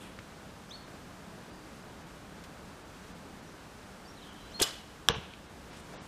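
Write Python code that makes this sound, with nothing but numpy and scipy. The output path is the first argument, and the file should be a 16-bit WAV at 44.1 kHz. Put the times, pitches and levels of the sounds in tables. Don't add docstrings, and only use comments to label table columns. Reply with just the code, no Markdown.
import sys
import numpy as np
from scipy import signal
from scipy.fft import rfft, irfft
from scipy.io import wavfile
from scipy.ndimage import uniform_filter1d

SR = 44100
rng = np.random.default_rng(int(sys.argv[2]) if len(sys.argv) > 2 else 0)


def output_pcm(signal):
    pcm = np.clip(np.atleast_2d(signal).T, -1, 1) * 32767
    wavfile.write(sys.argv[1], SR, np.round(pcm).astype(np.int16))


def how_loud(loudness_db):
    steps = np.asarray(loudness_db, float) / 20
    return 10 ** steps


N = 267907
T = np.arange(N) / SR

# (frequency [Hz], density [dB per Hz])
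AIR_COLOUR = [(14, -30), (24, -10), (54, -2), (130, -4.5), (185, 0), (263, -4.5), (300, -3), (330, -7),
              (370, -7), (800, -10), (1600, -13), (1950, -17.5), (8380, -28), (15000, -39)]
# (time [s], level [dB])
BREEZE = [
    (0, -0.5),
    (.5, 0),
    (4.5, 0.5),
    (5.3, -1),
    (5.65, .5),
    (5.85, 0),
    (5.97, 4),
    (6.07, 1.5),
]
# (time [s], peak [dB], centre [Hz], width [Hz], t60 [s])
RUSTLES = [(.0021, -45.5, 2500, 1700, 0.5), (.003, -50, 3350, 300, 0.56), (.0022, -49.5, 8900, 4100, 0.36),
           (.1882, -28.5, 1450, 1500, 0.014), (.19, -41, 2500, 2500, 0.043),
           (2.438, -40.5, 2600, 7500, 0.062), (4.19, -48.5, 3140, 340, 1.9),
           (5.3362, -26, 2970, 1000, 0.011), (5.338, -48, 2600, 1400, 0.087), (5.459, -45, 540, 610, .025),
           (5.7, -44.5, 2400, 3800, 0.63), (5.76, -47, 7500, 5100, 0.35), (5.92, -42, 590, 1000, 0.4)]
# (time [s], level [dB], sign, frequency [Hz], t60 [s])
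THUMPS = [
    (.187, -39.5, -1, 110, 0.083),
    (5.093, -33, 1, 103, 0.033),
    (5.0981, -18, -1, 164, 0.028),
    (5.1025, -38, 1, 75.4, .45),
    (5.119, -29, -1, 185, 0.034),
    (5.165, -32.5, -1, 129, 0.12),
    (5.1795, -33, 1, 190, 0.092),
]
# (time [s], length [s], from [Hz], to [Hz], level [dB])
BIRD_NOTES = [(.69, .027, 4550, 6500, -60), (.7, .07, 2700, 4370, -52), (1.49, .2, 4800, 4700, -72),
              (3.43, .08, 5950, 5820, -73), (4.05, .024, 4500, 4850, -65), (4.072, .046, 5400, 5650, -64),
              (4.168, .037, 4300, 3550, -64), (4.212, .043, 4400, 3400, -63),
              (4.395, .105, 4020, 3960, -66), (4.505, .032, 4400, 6400, -65), (4.51, .032, 2400, 3950, -62),
              (4.538, .062, 4170, 4250, -49)]
# (frequency [Hz], level [dB], t60 [s])
FIELD = [(200, -36, 0.34), (500, -26, 0.39), (1200, -39.5, 0.59), (2600, -39.5, 0.78), (3580, -57, 0.33),
         (5600, -39.5, 0.41), (12000, -54, .2)]
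# (time [s], peak [dB], centre [Hz], t60 [s])
SNAPS = [(4.592, -28, 547, 0.21), (4.5926, -29, 1800, 0.082), (4.599, -24.5, 5960, 0.049),
         (4.6123, -19.5, 2220, 0.052), (4.6126, -27.5, 550, 0.091), (4.619, -11, 7900, 0.0038),
         (4.6213, -8, 9700, 0.0079), (4.6207, -19.5, 1740, 0.033), (4.6245, -16.5, 4940, 0.058),
         (4.63, -28, 10500, 0.065), (4.635, -34, 1300, 0.37), (4.64, -36.5, 6950, 0.43)]
# (time [s], level [dB], strongest pitch [Hz], spread [Hz])
CLINKS = [
    (4.5979, -28, 3300, 400),
    (4.5992, -23.5, 3300, 400),
    (4.6193, -22.5, 7200, 2500),
    (4.6395, -19.5, 2900, 300),
    (4.651, -35, 7550, 900),
    (4.654, -33.5, 1150, 500),
    (4.664, -32, 3450, 700),
    (4.675, -37, 6200, 1500),
    (4.686, -37, 5000, 1200),
    (4.708, -33, 3900, 1200),
]
# (frequency [Hz], level [dB], t60 [s])
FITTINGS = [(1156, 1, 0.073), (1580, 0, 0.12), (2470, -13, 0.12), (2960, -8, 0.14), (3300, 0, 0.033),
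            (3500, -4, .06), (3900, -3.5, 0.044), (4450, -1, 0.031), (5080, 3, 0.034), (5800, -3, .05),
            (6670, 6, 0.029), (7430, 1, 0.074), (8500, -6, .05), (11100, 3, 0.065)]
# (time [s], level [dB], sign, frequency [Hz], t60 [s])
LIMBS = [
    (4.6115, -26.5, 1, 380, 0.031),
    (4.6125, -34.5, 1, 115, 0.098),
    (4.6141, -20, 1, 383, 0.024),
]
# (frequency [Hz], level [dB], t60 [s])
FACE = [(465, -20, 0.029), (1170, -20, 0.02), (1700, -14, 0.011), (2300, -23, 0.0065), (2950, -13, 0.0053),
        (3400, -4.5, 0.0045), (3900, -6.5, 0.004), (4230, -20, 0.0023), (5620, -2, 0.0019),
        (7399, -14.5, .0032), (9400, -12.5, 0.0043), (11200, -16, 0.0033)]
# (time [s], level [dB], sign, push [s])
SMACKS = [
    (5.0867, -6.5, -1, .00004),
    (5.08715, -5.5, 1, .00004),
    (5.08772, -12, 1, .00008),
    (5.0887, -10, 1, .0002),
    (5.0911, -13, 1, .0004),
]
# (time [s], edge [Hz])
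THINNED = [(.853, 4200), (1.517, 4500), (1.99, 8000), (2.048, 3000), (2.838, 2500), (3.137, 2500),
           (3.412, 3500), (4.309, 3500), (4.715, 7000), (5.482, 4000), (5.717, 4500), (5.785, 5000),
           (5.825, 4000), (5.963, 4500), (6.008, 4000)]
# (time [s], edge [Hz])
DROPPED = [
    (5.123, 6900),
    (5.131, 6900),
    (5.139, 6500),
    (5.963, 8800),
    (5.975, 8800),
    (5.986, 6050),
    (5.996, 9200),
    (6.006, 9400),
]


def band(x, hz, width_hz):
    return signal.lfilter(*signal.iirpeak(min(hz, 0.45 * SR), hz / width_hz, SR), x)


def unit(x):
    return x / np.sqrt(np.mean(x ** 2))


def add(out, s, x):
    i = int(s * SR)
    out[i:i + len(x)] += x[:N - i]


def ring(s, hz, t60):
    t = np.maximum(T[:SR // 2] - s * SR % 1 / SR, 0)
    return np.sin(2 * np.pi * hz * t) * how_loud(-60 * t / t60)


def walk(rate):
    k = int(SR / rate)
    held = np.repeat(rng.standard_normal(N // k + 1), k)
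    return uniform_filter1d(uniform_filter1d(held, k), k)[:N]


def air():
    breeze_db = np.interp(T, *np.transpose(BREEZE))
    hz = np.maximum(np.fft.rfftfreq(N, 1 / SR), 1)
    colour_hz, colour_db = np.transpose(AIR_COLOUR)
    colour = how_loud(np.interp(np.log(hz), np.log(colour_hz), colour_db))
    low_share = 1 / (1 + (hz / 1500) ** 2)
    traffic = irfft(rfft(rng.standard_normal(N)) * colour * np.sqrt(low_share), N)
    leaves = irfft(rfft(rng.standard_normal(N)) * colour * np.sqrt(1 - low_share), N)
    scale = how_loud(-49) / np.sqrt(np.mean((traffic + leaves) ** 2))
    traffic = traffic * how_loud(0.8 * walk(6))
    traffic = traffic * how_loud(0.2 * breeze_db)
    return scale * (traffic + leaves * how_loud(breeze_db + 0.49 * walk(14)))


def bursts(table, rise):
    out, t = np.zeros(N), T[:SR // 2]
    for s, db, hz, width_hz, t60 in table:
        noise = band(rng.standard_normal(len(t)), hz, width_hz)
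        noise = unit(band(noise, hz, width_hz))
        onset = 1 - np.exp(-t / (rise * t60))
        add(out, s, how_loud(db - 60 * t / t60) * onset * noise / 2)
    return out


def swings(table):
    out = np.zeros(N)
    for s, db, sign, hz, t60 in table:
        push = np.hanning(int(0.43 / hz * SR) + 3)
        add(out, s, np.sign(sign) * how_loud(db) * np.convolve(ring(s, hz, t60), push / push.sum()))
    return out


def birds():
    glide_s, glide_bend, swell_db_per_octave = 0.045, 1.7, 5
    out = np.zeros(N)
    tremble = how_loud(3.5 * walk(150))
    waver = 1 + 0.008 * walk(300)
    for s, length, from_hz, to_hz, db in BIRD_NOTES:
        left = np.clip(1 - (T - s) / glide_s, 0, 1) ** glide_bend
        left_at_end = np.clip(1 - length / glide_s, 0, 1) ** glide_bend
        hz = to_hz + (from_hz - to_hz) * (left - left_at_end) / (1 - left_at_end)
        octaves_below = np.maximum(np.log2(to_hz / hz), 0)
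        away_db = -swell_db_per_octave * octaves_below * (length > glide_s)
        gate = np.clip(np.minimum(T - s, s + length - T) / (0.15 * length), 0, 1)
        out += gate * how_loud(db + away_db + 7) * np.sin(2 * np.pi * np.cumsum(hz * waver) / SR)
    return out * tremble


def field(x, gap_s, grain_db):
    t = T[:SR]
    patches = how_loud(grain_db * walk(60.0)[:SR])
    tail = np.zeros(SR)
    for hz, db, t60 in FIELD:
        octave = unit(band(rng.standard_normal(SR), hz, hz / 2.1))
        tail += how_loud(db - 60 * t / t60) * octave
    return signal.fftconvolve(x, tail * patches * np.clip(t / gap_s, 0, 1))[:N]


def bow():
    chatter = [(4.6257 + k * 0.0017, -17 - 2 * k, 4380, 1300) for k in range(4)]
    blows = [*CLINKS, *chatter]
    clinks = np.zeros(N)
    chances = rng.standard_normal((len(blows), len(FITTINGS), 2))
    for (s, db, peak_hz, spread_hz), blow_chances in zip(blows, chances):
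        for (hz, mode_db, t60), (sign, detune) in zip(FITTINGS, blow_chances):
            near = 1 / (1 + ((hz - peak_hz) / spread_hz) ** 2)
            level = how_loud(db + mode_db - 7.5) * near * np.sign(sign)
            add(clinks, s, level * ring(s, hz * (1 + 0.0108 * detune), t60))
    scrape_table = [(s, db, hz, min(1.76 * hz, 7000), t60) for s, db, hz, t60 in SNAPS]
    scrapes = bursts(scrape_table, rise=0.026)
    return scrapes + clinks * how_loud(1.8 * walk(500))


def boss(contacts):
    out = np.zeros(N)
    for s, db, sign, push_s in contacts:
        face = sum(how_loud(mode_db) * ring(s, hz, t60) for hz, mode_db, t60 in FACE)
        push = np.exp(-T[:64] / (push_s / 2))
        add(out, s, np.sign(sign) * how_loud(db) * np.convolve(face, push / push.sum()))
    return signal.lfilter(*signal.butter(1, [1000, 13000], "band", fs=SR), out)


def scene():
    near = bow()
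    song = how_loud(-2.0) * birds()
    echoes = how_loud(-11) * field(boss(SMACKS[:1]), 0.01, 1.85)
    echoes += how_loud(-16) * field(band(near, 4000, 6000), 0.009803, 4.3)
    echoes += how_loud(-7.5) * field(song, 0.012, 2.6)
    bodies = swings(LIMBS) + swings(THUMPS)
    around = bursts(RUSTLES, rise=0.028) + air()
    return (near + boss(SMACKS) + bodies + song + echoes + around)[None]


def thin_treble(x, size=2048):
    out, hz = x.copy(), np.fft.rfftfreq(size, 1 / SR)
    window = np.hanning(size)
    moments = [(s, edge_hz, 0.4) for s, edge_hz in THINNED]
    moments += [(s, edge_hz, 1e-4) for s, edge_hz in DROPPED]
    for s, edge_hz, kept in moments:
        part = slice(int(s * SR) - size // 2, int(s * SR) + size // 2)
        power = np.abs(rfft(out[part] * window)) ** 2
        threshold = (hz - edge_hz) / 8000 - np.log(kept)
        weak = power < threshold * uniform_filter1d(power, size=40)
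        lines = rfft(out[part] * np.sqrt(window))
        out[part] -= np.sqrt(window) * irfft(lines * weak * (hz > edge_hz), size)
    return out


def roll_off(x):
    return signal.sosfilt(signal.butter(12, 16300, fs=SR, output="sos"), x)


def record(dry):
    keep = np.exp(-1 / (0.3 * SR))
    loudness = signal.lfilter([1 - keep], [1, -keep], dry[0] ** 2)
    late = np.roll(loudness, int(0.01 * SR))
    gain = (1 + late / how_loud(-65.5)) ** -0.12
    top_filter = signal.ellip(10, 0.2, 70, 15050, fs=SR, output="sos")
    mix = thin_treble(signal.sosfilt(top_filter, dry[0] * gain))
    return roll_off(mix[None])


dry = scene()
out = record(dry)
output_pcm(out)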